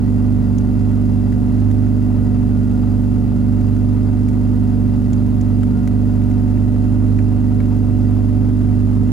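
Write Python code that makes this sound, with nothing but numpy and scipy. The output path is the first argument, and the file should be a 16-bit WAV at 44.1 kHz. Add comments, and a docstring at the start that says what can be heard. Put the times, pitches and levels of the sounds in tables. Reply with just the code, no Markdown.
"""Inside the cabin of a parked car, a stereo microphone hears a two-rotor engine idle beyond the bulkhead.
Two exhaust puffs per shaft turn drone through the body; their uneven strength makes the burble.
Belt-driven parts hum and whine, the engine bay rustles in step with the shaft, and the belt sings
when the idle sags. Closer by, cabin trim ticks faintly over the microphone's own hiss."""
import sys
import numpy as np
from scipy.fft import rfft, irfft, next_fast_len
from scipy.io import wavfile
from scipy.ndimage import map_coordinates

SR = 44100
rng = np.random.default_rng(int(sys.argv[2]) if len(sys.argv) > 2 else 0)


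def int16_out(signal):
    """Quantize to a 16-bit WAV file."""
    q = np.round(np.clip(np.atleast_2d(signal).T, -1, 1) * 32767)
    wavfile.write(sys.argv[1], SR, q.astype(np.int16))


N = 402191


def amp(db):
    """Decibels to gain."""
    return 10 ** (np.asarray(db) / 20)


def unit(x):
    """Scale to rms 1."""
    return x / np.sqrt(np.mean(x ** 2) + 1e-20)


def along(points, hz):
    """Read (frequency [Hz], value) points on a log frequency axis."""
    freqs, values = np.transpose(points)
    return np.interp(np.log(hz + 1), np.log(freqs + 1), values)


def wobble(rate):
    """A smooth random curve with `rate` knots a second."""
    knots = rng.standard_normal(int(N * rate / SR) + 4)
    coarse = np.arange(0, N + 64, 64)
    return np.interp(np.arange(N), coarse, map_coordinates(knots, [coarse * rate / SR]))


def filtered(x, response):
    """Filter x by a complex function of frequency."""
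    size = 2 * next_fast_len((x.shape[-1] + SR // 4) // 2)
    spectrum = rfft(x, size) * response(np.fft.rfftfreq(size, 1 / SR))
    return irfft(spectrum, size)[..., :x.shape[-1]]


def causal(gain):
    """The minimum-phase response with these evenly spaced gains: it rings only after its blow."""
    cepstrum = irfft(np.log(np.maximum(gain, 1e-6)))
    half = len(cepstrum) // 2
    cepstrum[1:half] *= 2
    cepstrum[half + 1:] = 0
    return np.exp(rfft(cepstrum))


def resonance(f, hz, width):
    """Band-pass response of one damped resonance."""
    return 1j * f * width / (hz * hz - f * f + 1j * f * width)


def noise(response):
    """Filtered stereo noise of rms 1, nearly mono in the bass."""
    # likeness of left and right at the microphone: (frequency [Hz], correlation [0..1])
    likeness = [(60, 0.81), (300, 1), (700, 0.34), (2000, 0.7), (8000, 0.44), (15000, 0.68)]

    def mid_and_side(f):
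        angle = np.arccos(along(likeness, f)) / 2
        return response(f) * np.array([np.cos(angle), np.sin(angle)])

    mid, side = filtered(rng.standard_normal((2, N)), mid_and_side)
    return unit(np.array([mid + side, mid - side]))


def panned(left_db):
    """Channel gains that put the left `left_db` above the right."""
    return amp([[left_db / 2], [-left_db / 2]])


def exhaust_drone(turns, excess_speed, buzz_db=-51.5, buzz_db_per_octave=-17, waver_db=0.42):
    """The steady part of the puffs; as the speed hunts, orders slide on and off cabin resonances."""
    # exhaust tones in the cabin: (order [cycles per turn], left level [dB], right level [dB])
    tones = [(1, -37.5, -37.0), (2, -26.0, -23.0), (3, -38.0, -37.0), (4, -23.5, -14.5), (5, -34.0, -28.5),
             (6, -38.0, -27.5), (7, -41.5, -41.5), (8, -25.5, -24.0), (9, -32.0, -34.5), (10, -20.5, -19.5),
             (11, -36.5, -34.5), (12, -30.0, -33.0), (13, -44.0, -48.0), (14, -45.0, -46.5),
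             (15, -50.5, -49.5), (16, -39.5, -42.5)]
    # orders on the flank of a resonance: {order [cycles per turn]: gain [dB per extra turn/s]}
    flanks = {2: 2, 4: 7, 8: -9, 10: -2, 12: 6}
    pipe_delay_turns, delay_turns_per_order = 0.285, 0.0828  # the silencer holds high orders back longer
    shift_cycles, rotor_skew_cycles = 0.17, 0.13  # the two rotors differ, so odd orders come later
    buzz_orders = len(tones) + 1 + np.arange(13)
    buzz_levels = buzz_db + buzz_db_per_octave * np.log2(buzz_orders / buzz_orders[0])
    out = np.zeros((2, N))
    for order, left_db, right_db in [*tones, *zip(buzz_orders, buzz_levels, buzz_levels)]:
        delay = pipe_delay_turns + delay_turns_per_order * order
        phase = 2 * np.pi * (order * (turns - delay) - shift_cycles - rotor_skew_cycles * (order % 2))
        lead = 0.44 * min(order / 6, 1)  # radians; long waves reach both microphone ports alike
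        swell = amp(flanks.get(order, 0) * excess_speed + waver_db * wobble(7.2))
        out[0] += swell * amp(left_db) * np.cos(phase + lead)
        out[1] += swell * amp(right_db) * np.cos(phase - lead)
    return np.sqrt(2) * out


def exhaust_burble(turns, puff_db=-37.5, gas_db=-34.3, pulse_db=2.5):
    """Each firing burns a little stronger or weaker and leaves turbulent gas in the pipe."""
    # one puff as it reaches the cabin: (frequency [Hz], relative level [dB])
    puff_spectrum = [(8, -28), (22, -9), (40, -15), (65, -7), (110, 0), (170, -6), (260, -4), (320, -10),
                     (430, -15), (560, -23), (1200, -50), (4000, -110)]
    firings = np.flatnonzero(np.diff(np.floor(2 * turns)) > 0)
    kicks = np.zeros(N)
    kicks[firings] = rng.uniform(-1, 1, len(firings))
    puffs = unit(filtered(kicks, lambda f: causal(amp(along(puff_spectrum, f)))))
    pulsing = unit(amp(pulse_db * np.cos(4 * np.pi * turns)))
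    gas = pulsing * noise(lambda f: amp(along(puff_spectrum, f)))
    return panned(-9.0) * (amp(puff_db) * puffs + amp(gas_db) * gas)


def accessory_whines(turns, slip_rad=0.15, waver_db=1.2):
    """Driven parts follow the shaft; the belt lets them wander a little."""
    # pumps, pulleys and gears: (ratio [cycles per turn], left level [dB], right level [dB])
    whines = [(2.67, -43.5, -40.0), (5.33, -44.5, -44.0), (10.67, -40.0, -34.5), (13.33, -48.0, -48.0),
              (17.84, -53.0, -52.5), (18.67, -52.0, -49.5), (24, -52.0, -48.5), (29.33, -48.5, -55.0),
              (35, -59.5, -62.0), (48.47, -66.0, -65.0), (58.16, -66.5, -63.5), (78.45, -66.5, -70.5),
              (109.33, -77.5, -82.5)]
    out = np.zeros((2, N))
    for ratio, left_db, right_db in whines:
        phase = 2 * np.pi * (ratio * turns + rng.random()) + slip_rad * wobble(12)
        tone = unit(amp(waver_db * wobble(7)) * np.sin(phase))
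        out += amp([[left_db], [right_db]]) * tone
    return out


def engine_bay(turns, rush_db=-43.5, rattle_db=-53, throb_db=0.66, flutter_db=1.14):
    """Mechanical rush and rattling panels swell with every firing and every shaft turn."""
    # the bay heard through the bulkhead: (frequency [Hz], relative level [dB])
    bay_spectrum = [(100, -49), (400, -14), (540, 1), (900, 0), (1100, -6.5), (1300, -5.5), (1650, -13),
                    (2000, -14), (2400, -20), (5000, -29), (11000, -51), (16000, -41)]
    # panels and brackets that the engine rattles: (frequency [Hz], width [Hz], relative level [dB])
    panels = [(724.2, 30, -2.5), (1433, 20, -10), (1933, 27, -12.5), (2706, 170, -20), (4104, 140, -27.5),
              (4750, 49, -19.5), (4990, 120, -25.5), (6320, 59, -25.5), (7000, 370, -28.5),
              (10950, 440, -35)]
    throb = amp(throb_db * (np.cos(4 * np.pi * turns) + np.cos(2 * np.pi * turns)))
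    rush = noise(lambda f: amp(along(bay_spectrum, f))) * amp(flutter_db * wobble(60))
    rattle = noise(lambda f: sum(amp(db) * resonance(f, hz, width) ** 2 for hz, width, db in panels))
    rattle *= amp(0.6 * wobble(25))
    return panned(2.0) * throb * (amp(rush_db) * rush + amp(rattle_db) * rattle)


def ignition_sizzle(turns, level_db=-62, decay_firings=0.61, centre_hz=5500, width_hz=7000):
    """Ignition and injectors add a thin spit of treble at each firing."""
    firing, since_firing = np.divmod(2 * turns, 1)
    strengths = rng.uniform(0.4, 1, int(firing.max()) + 1)
    spits = unit(strengths[firing.astype(int)] * np.exp(-since_firing / decay_firings))
    return amp(level_db) * spits * noise(lambda f: resonance(f, centre_hz, width_hz) ** 2)


def self_noise(hiss_db=-57, whistle_db=-77, whistle_hz=15734):
    """The camera's microphone and electronics add their own hiss and a thin whistle."""
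    # microphone hiss: (frequency [Hz], relative level [dB])
    hiss_spectrum = [(300, -9), (3000, 4), (6000, -1), (8500, -0.5), (11000, 0.5), (13000, -4.5),
                     (16000, -8)]
    hiss = noise(lambda f: amp(along(hiss_spectrum, f)))
    whistle = np.sqrt(2) * np.sin(2 * np.pi * whistle_hz * np.arange(N) / SR)
    return amp(hiss_db) * hiss + amp(whistle_db) * whistle


def belt_chirp(speed, chirp_hz=1420, slip_rad=0.43, level_db=-53.5, flutter_db=2):
    """Whenever the idle sags, a belt-driven whine drops onto a pulley resonance and sings for a moment."""
    sag_speed, sag_width = 24.45, 0.1  # turns/s: where it sings loudest, and how near the shaft must be
    t = np.arange(N) / SR
    slipping = np.exp(-((speed - sag_speed) / sag_width) ** 2)
    swell = slipping * amp(level_db + flutter_db * wobble(14))
    return swell * np.sqrt(2) * np.sin(2 * np.pi * chirp_hz * t + slip_rad * wobble(50))


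def trim_ticks(attack_s=0.0006, gain_db=13.5, faint_per_s=1.2, scatter_db=1.2):
    """Each tick of the cabin trim is a dull plastic knock, a short bright ring and a broad snap."""
    # the clearest ticks, before gain_db: (time [s], knock [dB], ring [dB], snap [dB])
    clear_ticks = [(0.583, -56, -49, -62), (1.712, -51, -63, -57), (4.285, -56, -58, -57),
                   (5.131, -49, -47, -59), (5.411, -55, -51, -61), (5.632, -43, -60, -56),
                   (5.875, -45, -56, -54), (6.312, -49, -63, -63), (7.189, -41, -63, -68),
                   (7.603, -42, -71, -66)]
    # the three parts of a tick, each: (frequency [Hz], relative level [dB])
    knock = [(600, -20), (1100, -3), (1600, 0), (2200, -1), (2550, -13), (5000, -26), (12000, -50)]
    ring = [(1500, -24), (3000, -13), (5000, -11), (6000, 0), (7100, 0), (7900, -14), (14000, -30)]
    snap = [(600, -10), (2500, 3), (5000, 0), (11000, -2), (15500, -12)]
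    t60s, faint_db = (0.02, 0.026, 0.036), (-54, -66, -65)  # knock, ring, snap
    t = np.arange(SR // 10) / SR
    onset = 1 - np.exp(-t / attack_s)
    parts = [noise(lambda f: amp(along(spectrum, f))) for spectrum in (knock, ring, snap)]
    faint_ticks = [(rng.uniform(0, (N - 2 * len(t)) / SR), *rng.normal(faint_db, scatter_db))
                   for _ in range(round(faint_per_s * N / SR))]
    out = np.zeros((2, N))
    for start_s, *levels in [*clear_ticks, *faint_ticks]:
        span = slice(round(start_s * SR), round(start_s * SR) + len(t))
        for db, part, t60 in zip(levels, parts, t60s):
            out[:, span] += onset * amp(gain_db + db - 60 * t / t60) * part[:, span]
    return out


def scene():
    """The cabin at the microphone: one slightly hunting shaft drives every engine sound."""
    # the hunting idle: (time [s], shaft speed [turns/s])
    idle = [(0.0, 24.61), (0.36, 24.68), (0.5, 24.42), (0.88, 24.83), (0.94, 24.66), (1.44, 24.58),
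            (1.74, 24.95), (2.74, 24.52), (2.9, 24.79), (3.3, 24.64), (3.38, 24.43), (3.7, 24.85),
            (4.08, 24.87), (5.08, 24.55), (5.48, 24.78), (5.7, 24.56), (5.78, 24.38), (5.96, 24.75),
            (6.9, 24.82), (7.04, 25.05), (7.36, 24.79), (8.42, 24.98), (8.74, 24.79), (9.11, 24.8)]
    speed = np.interp(np.arange(N) / SR, *np.transpose(idle))
    turns = np.cumsum(speed) / SR
    exhaust = exhaust_drone(turns, speed - speed.mean()) + exhaust_burble(turns)
    machinery = accessory_whines(turns) + belt_chirp(speed) + engine_bay(turns) + ignition_sizzle(turns)
    return exhaust + machinery + trim_ticks() + self_noise()


def record(dry):
    """The camera passes nothing above its band limit."""
    top_hz, edge_hz = 15820, 60
    return filtered(dry, lambda f: np.clip((top_hz - f) / edge_hz, 0, 1))


dry = scene()
out = record(dry)
int16_out(out)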